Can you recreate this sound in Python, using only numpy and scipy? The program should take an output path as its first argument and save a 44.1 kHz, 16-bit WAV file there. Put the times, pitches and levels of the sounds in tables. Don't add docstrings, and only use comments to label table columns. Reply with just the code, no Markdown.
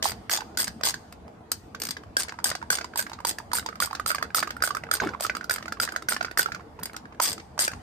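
import sys
import numpy as np
from scipy import signal
from scipy.fft import rfft, irfft
from scipy.io import wavfile
from scipy.ndimage import uniform_filter1d

SR = 44100
rng = np.random.default_rng(int(sys.argv[2]) if len(sys.argv) > 2 else 0)


def unload_audio(sound):
    columns = np.transpose(np.atleast_2d(sound))
    steps = np.round(np.clip(columns, -1, 1) * 32767)
    wavfile.write(sys.argv[1], SR, steps.astype(np.int16))


N = 344851

# frequency in Hz, relative density in dB.
RUMBLE_SPECTRUM = [(20, -32.5), (42, -12), (62, -7), (130, -7.5), (220, -6), (380, -14), (460, -7),
                   (520, -16.5), (700, -10.5), (1050, -17), (2500, -32.5), (9000, -46), (14500, -52)]
# frequency in Hz, width in Hz, boost in dB.
ROOM_MODES = [(75, 12, 7), (96, 34, 3), (230, 42, 2), (328, 16, 7)]
# time in seconds, level in dB.
RUMBLE_LEVEL = [(0.0, -44), (1.24, -47.5), (5.95, -45.5), (7.62, -47.5), (7.82, -42)]
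# frequency in Hz, correlation from 0 to 1.
RUMBLE_LIKENESS = [(60, 0.88), (240, 0.97), (950, 0.12), (3770, 0.023), (15000, 0.04)]
# time in seconds, relative left-right level in dB.
TOOL_PAN = [(0, -3.5), (2.2, -0.5), (3, -4), (4.1, -3.5), (7, -3), (7.8, 0)]
# frequency in Hz, left-right level in dB.
PORT_LEVELS = [(250, 3.5), (500, -7), (1000, -10), (2000, -3), (3500, -3), (5000, 4.5), (8000, 0.5),
               (10000, -7.5), (14000, -4.5)]
# frequency in Hz, lead of the left in radians.
PORT_PHASES = [(300, 0.4), (550, -1), (1200, 1.14), (1750, 0.83), (3000, 1.54)]
# start in seconds, knock level in dB, hollow pitch in Hz,
# steel tick level in dB, tick brightness in dB.
JOLTS = [(0.0262, -25.5, 1700, -16.5, -9), (0.0557, -12, 813, -37, -1), (0.118, -31.5, 1490, -35, -8),
         (0.2966, -19, 1525, -24, -2), (0.3349, -23.5, 680, -15, -9), (0.3541, -27, 1700, -36, 3),
         (0.3874, -26, 860, -49, -6), (0.4065, -28, 1510, -34, -9), (0.4196, -27, 804, -60, -2),
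         (0.549, -53, 910, -56, -15), (0.5735, -22.5, 1530, -17, -2.5), (0.5967, -23, 1680, -48, -5),
         (0.6712, -40, 1500, -30, -14), (0.6785, -23, 1630, -24, -3.5), (0.811, -29, 640, -38.5, -8),
         (0.8348, -17.5, 1550, -18.5, -8), (0.87, -20.5, 810, -36, -9), (0.9416, -24, 1530, -26.5, -10),
         (1.1248, -46, 1000, -39, -1), (1.28, -47, 900, -51.5, -4.5), (1.5172, -26.5, 1360, -13.5, 3),
         (1.748, -26, 1200, -34.5, -13), (1.9679, -28, 1670, -36, -12), (2.036, -36, 950, -52, -6),
         (2.1682, -10, 1560, -14, -2), (2.2844, -28.5, 1600, -35.5, -5), (2.293, -28, 1600, -32.5, -16),
         (2.3227, -26, 940, -43, -6), (2.389, -24.5, 900, -40, -11), (2.4427, -23.5, 774, -10.5, 4),
         (2.4567, -20.5, 1560, -34, -17), (2.5159, -19.5, 1530, -27.5, -14), (2.552, -24, 690, -25, -7),
         (2.6268, -24, 920, -44, -6), (2.7032, -11, 1520, -13.5, -1), (2.7274, -19, 1530, -26, -16),
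         (2.7719, -36, 1500, -27, -4), (2.7859, -20.5, 1430, -27.5, -7), (2.811, -27, 1590, -30, -15),
         (2.8439, -27, 990, -29, -9), (2.9585, -22.5, 920, -27, 0), (2.9928, -16, 1590, -42, -4),
         (3.066, -28, 1610, -40, -13), (3.097, -36, 640, -38, -6), (3.1172, -28.5, 840, -46, -2),
         (3.1324, -37, 920, -33, -16), (3.2039, -31.5, 1030, -43, -2), (3.2499, -16.5, 916, -18.5, -1.5),
         (3.385, -25, 1650, -29, -3), (3.402, -29, 920, -63, -8), (3.5165, -25, 1230, -36, -8),
         (3.5329, -17.5, 960, -17.5, 3), (3.5528, -22, 1580, -28, 8), (3.5851, -19.5, 1470, -28, 9),
         (3.6615, -22.5, 920, -25, -10), (3.6884, -21, 1230, -35, -10), (3.727, -33, 1270, -64, -8),
         (3.7562, -30, 1220, -41, -7), (3.8021, -16, 1180, -16.5, -2.5), (3.8235, -15.5, 1420, -32, 6),
         (3.8727, -26.5, 1130, -64, -5), (3.91, -26, 845, -35, -13), (3.9298, -21, 1090, -34.5, -3),
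         (3.9505, -27, 1410, -28, -14), (3.9981, -17.5, 1250, -31.5, -2), (4.0615, -20, 1370, -19.5, -3),
         (4.104, -14, 1410, -27, -4), (4.1148, -16.5, 1276, -50, -7), (4.1475, -18, 1190, -23, -2),
         (4.1566, -34, 1650, -29, -8), (4.1835, -22.5, 1630, -34.5, -9), (4.2261, -15.5, 1300, -24.5, -5),
         (4.3467, -13.5, 1324, -16, 2.5), (4.3827, -17, 1330, -38, -4), (4.4279, -14.5, 1290, -29, -7),
         (4.4325, -20, 1490, -30, -7), (4.474, -23.5, 1210, -34, -8), (4.492, -35, 1270, -48, -11),
         (4.5064, -22.5, 1390, -29.5, -8), (4.567, -26.5, 1450, -40.5, 4), (4.6232, -10, 1340, -18, -4),
         (4.6376, -12.5, 1480, -30, 5), (4.676, -19.5, 1400, -26, -4), (4.7066, -17.5, 1180, -31, -12),
         (4.75, -19, 1220, -25.5, -4), (4.7692, -19.5, 1260, -31, 1), (4.8372, -27.5, 1470, -41.5, -10),
         (4.8896, -31, 1300, -62, -12), (4.9134, -12, 1364, -16.5, -2), (4.938, -16, 1500, -15.5, 9),
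         (5.0015, -15, 1540, -27, -17), (5.02, -20, 1000, -43, -10), (5.036, -19, 820, -37, -10),
         (5.0485, -29, 1500, -39.5, -4), (5.0724, -21, 1370, -36, -3), (5.0897, -23.5, 1510, -37, -27),
         (5.1367, -26, 1320, -60, -10), (5.148, -21.5, 970, -66, -13), (5.1993, -32, 1300, -38, -7),
         (5.2076, -24.5, 586, -21, 5.5), (5.2495, -15, 1306, -31, -3), (5.2975, -16.5, 1485, -31, -15),
         (5.351, -22, 1150, -29.5, -11), (5.3677, -21.5, 1300, -30.5, -3), (5.4105, -23.5, 1480, -41, -10),
         (5.4425, -26, 1420, -33.5, -3), (5.4962, -16, 1470, -18.5, -3.5), (5.5095, -13.5, 1430, -30, -23),
         (5.561, -27, 1350, -31.5, -8), (5.583, -25, 1280, -36, -12), (5.626, -35, 1310, -37, -10),
         (5.6576, -29, 1300, -38, -6), (5.681, -26, 1450, -36, -10), (5.723, -19, 1400, -29, -6),
         (5.8004, -14.5, 1390, -16.5, -3), (5.8344, -20, 1370, -30, 0), (5.8766, -22.5, 1330, -45, -8),
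         (5.8893, -22, 1560, -32, -18), (5.9217, -28, 1540, -32.5, 0), (5.9397, -32, 1250, -54, -8),
         (5.962, -14, 1455, -25, -7.5), (6.0233, -31, 1360, -37.5, -5), (6.0865, -14.5, 1510, -20, -7),
         (6.0929, -26, 1510, -18.5, 25), (6.1219, -15.5, 1360, -39, 3), (6.165, -19.5, 1240, -29.5, -8),
         (6.2098, -14.5, 1460, -31, -18), (6.2276, -46, 1490, -30, -8), (6.2475, -18.5, 1430, -27.5, -15),
         (6.2836, -28, 1520, -60, -11), (6.313, -30, 1470, -37.5, -5), (6.3745, -13, 1480, -17, -1),
         (6.3935, -10, 1490, -16.5, 7), (6.4598, -14, 1390, -33.5, -9), (6.4865, -28.5, 815, -50, -11),
         (6.52, -21.5, 1440, -34, -13), (6.547, -25, 1430, -34, -11), (6.7974, -44, 1330, -45, 5),
         (6.8329, -39, 1510, -22, 7), (6.8565, -36, 1590, -23.5, 2), (6.9326, -51, 1300, -40, 2),
         (6.965, -31, 1420, -27.5, -5), (7.147, -44, 1280, -56, -9), (7.2003, -12.5, 960, -20, -5.5),
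         (7.3794, -34.5, 1310, -39, -10), (7.398, -46, 1310, -41, -23), (7.579, -22, 870, -37, -1),
         (7.5911, -16, 1600, -15.5, -2), (7.679, -15, 1570, -22.5, -1), (7.7165, -32, 1610, -35, -4),
         (7.7349, -28.5, 1400, -38, -12)]
# first tooth in seconds, last tooth in seconds,
# teeth as a count, slowing at the ends as a factor, level in dB, fade over the run in dB,
# brightness in dB, top treble in dB.
STROKES = [(0.0366, 0.1189, 12, 3, -16.5, -10.5, 1.5, -3.5), (0.3066, 0.3731, 11, 2.2, -17, -7, 5.5, -1),
           (0.5856, 0.6425, 9, 4.5, -20.5, 0, 7.5, -6), (0.8458, 0.9066, 10, 3, -17.5, -4.5, 3.5, -4.5),
           (1.8003, 1.9085, 7, 0.42, -25.5, 2, 3.5, 0.5), (2.1826, 2.2328, 8, 3, -21, -2, 6.5, -10),
           (2.4543, 2.5003, 10, 3, -24, 2, 8.5, -7), (2.7129, 2.7533, 8, 4, -21, -0.5, 6.5, -7),
           (2.9741, 3.0248, 8, 4.3, -15, -13.5, 7.5, -3.5), (3.2695, 3.3103, 7, 1.8, -19, -4, 7.5, -4.5),
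           (3.5459, 3.5947, 9, 3.6, -21, -4.5, 8, -6), (3.8137, 3.8577, 8, 3, -18.5, -6, 6.5, -3),
           (4.0727, 4.1158, 8, 1.7, -19.5, -5, 9.5, -5.5), (4.3566, 4.4022, 8, 3, -18.5, -5.5, 7, -2),
           (4.6376, 4.689, 8, 4.9, -19.5, -4.5, 7.5, -3.5), (4.9288, 4.9691, 7, 2, -22, -5, 5, -3),
           (5.2227, 5.2651, 7, 1.9, -18.5, -9.5, 6.5, -4), (5.5095, 5.56, 7, 2, -20, -12, 9, -3.5),
           (5.8146, 5.8507, 6, 2.7, -17.5, -5.5, 6.5, -4), (6.1017, 6.1438, 7, 3, -20.5, -8, 5.5, -6),
           (6.3847, 6.4291, 7, 2.3, -18.5, -6.5, 5.5, -2), (7.2158, 7.3289, 21, 5.4, -17, -7.5, 6.5, -5),
           (7.5987, 7.6662, 14, 4, -14, -12.5, 9.5, -8.5)]
# frequency in Hz, relative level in dB.
TOOTH_SNAP = [(180, -47), (300, -16), (1660, -12.5), (3490, -17.5), (4870, -10.5), (5740, -17.5),
              (8550, -16.5), (10100, -28), (14100, -6.5), (15800, -43.5)]
# frequency in Hz, relative level in dB, T60 in seconds.
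STEEL_MODES = [(2050, -6, .025), (3400, -10, .018), (4830, 3, .028), (5600, -5, .016), (6550, -1, .02),
               (7750, -5, .02), (8560, 4, .028), (8950, 1, .026), (12800, -6, .01), (14300, 0, .014)]
# frequency in Hz, T60 in seconds.
SHOP_DECAY = [(500, 0.053), (1500, 0.13), (5000, 0.11), (9000, 0.08), (15000, 0.062)]

GUST_START_S, GUST_DB, GUST_RISE_S, GUST_HOLD_S, GUST_FALL_S = 4.995, -32, .025, .07, .09
RATTLES, RATTLE_FROM_S, RATTLE_TO_S = 60, 2.2, 7.15
RATTLE_DB, RATTLE_TICK_DB, RATTLE_HZ = -36, -54, 1350
FASTEST_SHARE = .3
FIRST_TOOTH_DB, DULLING_DB = -2, -7
TOOTH_SCATTER_DB, BRIGHT_SCATTER_DB, TOOTH_SCATTER_S = 2.6, 3, .0003
REBOUND_DB, REBOUND_S = -14, .0028
SCRAPE_PER_DB = .07
LATE_DB, LATE_STRETCH = -27.5, 7.4
EDGE_HZ = 16200

HIT_SIZE, LEAD = 2048, 128
HIT_HZ, HIT_S = np.fft.rfftfreq(HIT_SIZE, 1 / SR), np.arange(HIT_SIZE) / SR
FRAME_HZ = np.fft.rfftfreq(1024, 1 / SR)
TIME_S = np.arange(N) / SR


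def amp(db):
    return 10 ** (np.asarray(db) / 20)


def evened(x):
    return x / np.sqrt(np.mean(x ** 2) + 1e-20)


def read(points, at_hz):
    hz, value = np.transpose(points)
    return np.interp(np.log(at_hz + 1), np.log(hz + 1), value)


def drifting_lumps():
    field = rng.standard_normal((N // 256 + 5, 513)).T
    field = uniform_filter1d(field, size=5, axis=0)
    return evened(uniform_filter1d(field, size=10, axis=1))


def shaped_noise(field_db, likeness):
    a, b, c, d = rng.standard_normal((field_db.shape[1], 513, 4)).T
    left = a + 1j * b
    right = likeness * left + np.sqrt(1 - likeness ** 2) * (c + 1j * d)
    spectra = np.array([left, right]) * amp(field_db)
    return evened(signal.istft(spectra, nperseg=1024, noverlap=768)[1][:, :N])


def rumble(lumps):
    likeness = np.clip(read(RUMBLE_LIKENESS, FRAME_HZ), -1, 1)[:, None]
    noise = shaped_noise(3.08 * lumps, likeness)
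    fine_hz = np.fft.rfftfreq(N, 1 / SR)
    colour_db = read(RUMBLE_SPECTRUM, fine_hz)
    for hz, width_hz, boost_db in ROOM_MODES:
        colour_db = colour_db + boost_db / (1 + (2 * (fine_hz - hz) / width_hz) ** 2)
    far = evened(irfft(rfft(noise) * amp(colour_db), N))
    return far * amp(np.interp(TIME_S, *np.transpose(RUMBLE_LEVEL)))


def chatter(count, length_s, rise_s, apart):
    noise = rng.standard_normal((count, 3, HIT_SIZE))
    both = noise[:, :1] + apart * noise[:, 1:]
    shape = (1 - np.exp(-HIT_S / rise_s)) * np.exp(-(HIT_S / length_s) ** 1.5)
    lag_s = .00006 * noise[:, :1, :1] * [[1], [-1]]
    return rfft(both * shape) * np.exp(2j * np.pi * HIT_HZ * lag_s)


def mode(f_hz, hz, t60_s):
    width_hz = np.log(1000) / np.pi / t60_s
    return 1j * width_hz * f_hz / (hz ** 2 - f_hz ** 2 + 1j * width_hz * f_hz)


def place(start_s, db, spectra, band_hz):
    ports = amp(read(PORT_LEVELS, HIT_HZ) / 2) * np.exp(.5j * read(PORT_PHASES, HIT_HZ))
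    spectra = spectra * np.array([ports, 1 / ports])
    in_band = (HIT_HZ > band_hz[0]) & (HIT_HZ < band_hz[1])
    power = (irfft(spectra * in_band, HIT_SIZE) ** 2).mean(1)
    top = np.sqrt(2 * uniform_filter1d(power, size=80).max(-1))
    pan_db = np.interp(start_s, *np.transpose(TOOL_PAN))
    pan = amp(np.outer(pan_db - pan_db.mean(), [.5, -.5]))
    gain = (amp(db) / top)[:, None] * pan
    hits = np.roll(irfft(spectra, HIT_SIZE), LEAD, axis=-1) * gain[..., None]
    out = np.zeros((2, N + 2 * HIT_SIZE))
    for start, hit in zip(np.round(start_s * SR).astype(int), hits):
        out[:, start:start + HIT_SIZE] += hit
    return out[:, LEAD:LEAD + N]


def jolts():
    when, size, pitch = rng.random((RATTLES, 3)).T
    scatter_db = 8 * (size - .5)
    faint = np.transpose([
        RATTLE_FROM_S + when * (RATTLE_TO_S - RATTLE_FROM_S),
        RATTLE_DB + scatter_db,
        RATTLE_HZ * (.7 + .5 * pitch),
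        RATTLE_TICK_DB + scatter_db,
        np.full(RATTLES, -12.0)])
    return np.vstack([JOLTS, faint]).T


def socket(start_s, db, hz):
    luck = rng.standard_normal((len(start_s), 1, 2))
    hz = hz[:, None, None]
    neighbour = mode(HIT_HZ, hz * (1.2 + .12 * luck[..., :1]), .02)
    hollow = mode(HIT_HZ, hz, .018) + .3 * neighbour
    palm_hz = 560 * (1 + .12 * luck[..., 1:])
    thud = amp(-12.5) * mode(HIT_HZ, palm_hz, .017) + amp(-7) * mode(HIT_HZ, 310, .02)
    skin = mode(HIT_HZ, 1200, .0012) ** 2
    contact = chatter(len(start_s), .0024, .00045, .17)
    return place(start_s - .0014, db - .8, contact * (hollow + thud) * skin, band_hz=(600, 2400))


def teeth(first_s, last_s, count, slowing, db, fade_db, bright_db, top_db):
    count = round(count)
    luck = rng.standard_normal((30, 4))[:count]
    gaps = 1 + slowing * (np.linspace(0, 1, count - 1) - FASTEST_SHARE) ** 2
    done = np.append(0, np.cumsum(gaps)) / gaps.sum()
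    start_s = first_s + (last_s - first_s) * done + TOOTH_SCATTER_S * luck[:, 0]
    gathering = np.clip(1 - done / FASTEST_SHARE, 0, 1)
    level_db = db + FIRST_TOOTH_DB * gathering + fade_db * done ** .78
    level_db = level_db + TOOTH_SCATTER_DB * luck[:, 1]
    tooth_bright_db = bright_db + DULLING_DB * done ** .65 + BRIGHT_SCATTER_DB * luck[:, 2]
    rebound_s = start_s + REBOUND_S * (1 + .2 * luck[:, 3])
    drops = [start_s, level_db, tooth_bright_db]
    rebounds = [rebound_s, level_db + REBOUND_DB, tooth_bright_db]
    return np.hstack([drops, rebounds])


def pawl(start_s, db, bright_db):
    luck = rng.standard_normal((len(start_s), 3, len(STEEL_MODES), 1))
    ring = 0
    for k, (hz, mode_db, t60_s) in enumerate(STEEL_MODES):
        strength = amp(mode_db + 3 * luck[:, :2, k])
        ring = ring + strength * mode(HIT_HZ, hz * (1 + .015 * luck[:, 2:, k]), t60_s)
    level_db, bright_db = db[:, None, None], bright_db[:, None, None]
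    drag = 1.5 + SCRAPE_PER_DB * np.clip(-4.5 - bright_db, 0, 15)
    contact = chatter(len(start_s), .0023 * drag, .0005 * drag ** 2, .6)
    ring_gain = amp(.5 + .54 * level_db)
    sound = contact * (amp(read(TOOTH_SNAP, HIT_HZ)) + ring_gain * ring)

    above = [.5 + np.tanh((HIT_HZ - hz) / 450) / 2 for hz in (2900, 7300, 11300)]
    shares = (1 - above[0], above[0] - above[1], above[1] - above[2], above[2])
    parts = [sound * share for share in shares]
    low, middle, treble, top = (p / np.linalg.norm(p, axis=(1, 2), keepdims=True) for p in parts)
    first_s, top_db = np.transpose(STROKES)[[0, -1]]
    top_gain = amp(np.interp(start_s, first_s, top_db))[:, None, None]
    upper = (treble + top_gain * top) / np.sqrt(1 + top_gain ** 2)
    low_gain = amp(-18.5 - .52 * level_db)
    sound = low_gain * low + middle + amp(bright_db - 1.06) * upper
    return place(start_s - .0007, db - .6, sound, band_hz=(3000, 15000))


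def shop(x):
    out = np.zeros((2, N))
    for k in range(3):
        taps = np.zeros((2, SR // 2))
        jitter = rng.integers(0, 20, (2, (SR // 2 - 201) // 20))
        at = np.arange(200, SR // 2 - 20, 20) + jitter
        np.put_along_axis(taps, at, rng.choice([-1., 1.], at.shape), 1)
        hz, lag_s, spectra = signal.stft(taps, SR, nperseg=256)
        fall_db = 60 * lag_s / read(SHOP_DECAY, hz)[:, None]
        decay = amp(-fall_db) + amp(LATE_DB - fall_db / LATE_STRETCH)
        tail = signal.istft(spectra * decay, SR, nperseg=256)[1]
        turn = np.sqrt(2 / 3) * np.cos(np.pi * (7 * TIME_S + k / 3))
        out += signal.fftconvolve(x * turn, tail / np.linalg.norm(tail[0]), axes=1)[:, :N]
    return out


def gust(lumps):
    slope_db = -10 * np.log10((1 + (FRAME_HZ / 750) ** 3.5) * (1 + (95 / (FRAME_HZ + 1)) ** 6))
    air = shaped_noise(slope_db[:, None] + 4.8 * lumps, .81)
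    knots_s = GUST_START_S + np.cumsum([0, GUST_RISE_S, GUST_HOLD_S, GUST_FALL_S])
    knots_db = GUST_DB + np.array([-36, 5, -4.5, -20])
    return air * amp(np.interp(TIME_S, knots_s, knots_db, left=-120, right=-120))


def scene():
    jolt_s, knock_db, hollow_hz, tick_db, bright_db = jolts()
    runs = [teeth(*row) for row in STROKES]
    clicks = pawl(*np.hstack(runs + [[jolt_s, tick_db, bright_db]]))
    knocks = socket(jolt_s, knock_db, hollow_hz)
    echoes = shop(amp(-10) * clicks + amp(-14) * knocks)
    lumps = drifting_lumps()
    return clicks + knocks + echoes + rumble(lumps) + gust(lumps)


def record(dry):
    soft = signal.sosfilt(signal.butter(18, 14600, fs=SR, output="sos"), dry)
    band_limit = signal.firwin(511, EDGE_HZ, window=("kaiser", 9), fs=SR)
    return signal.oaconvolve(soft, band_limit[None], "same")


dry = scene()
out = record(dry)
unload_audio(out)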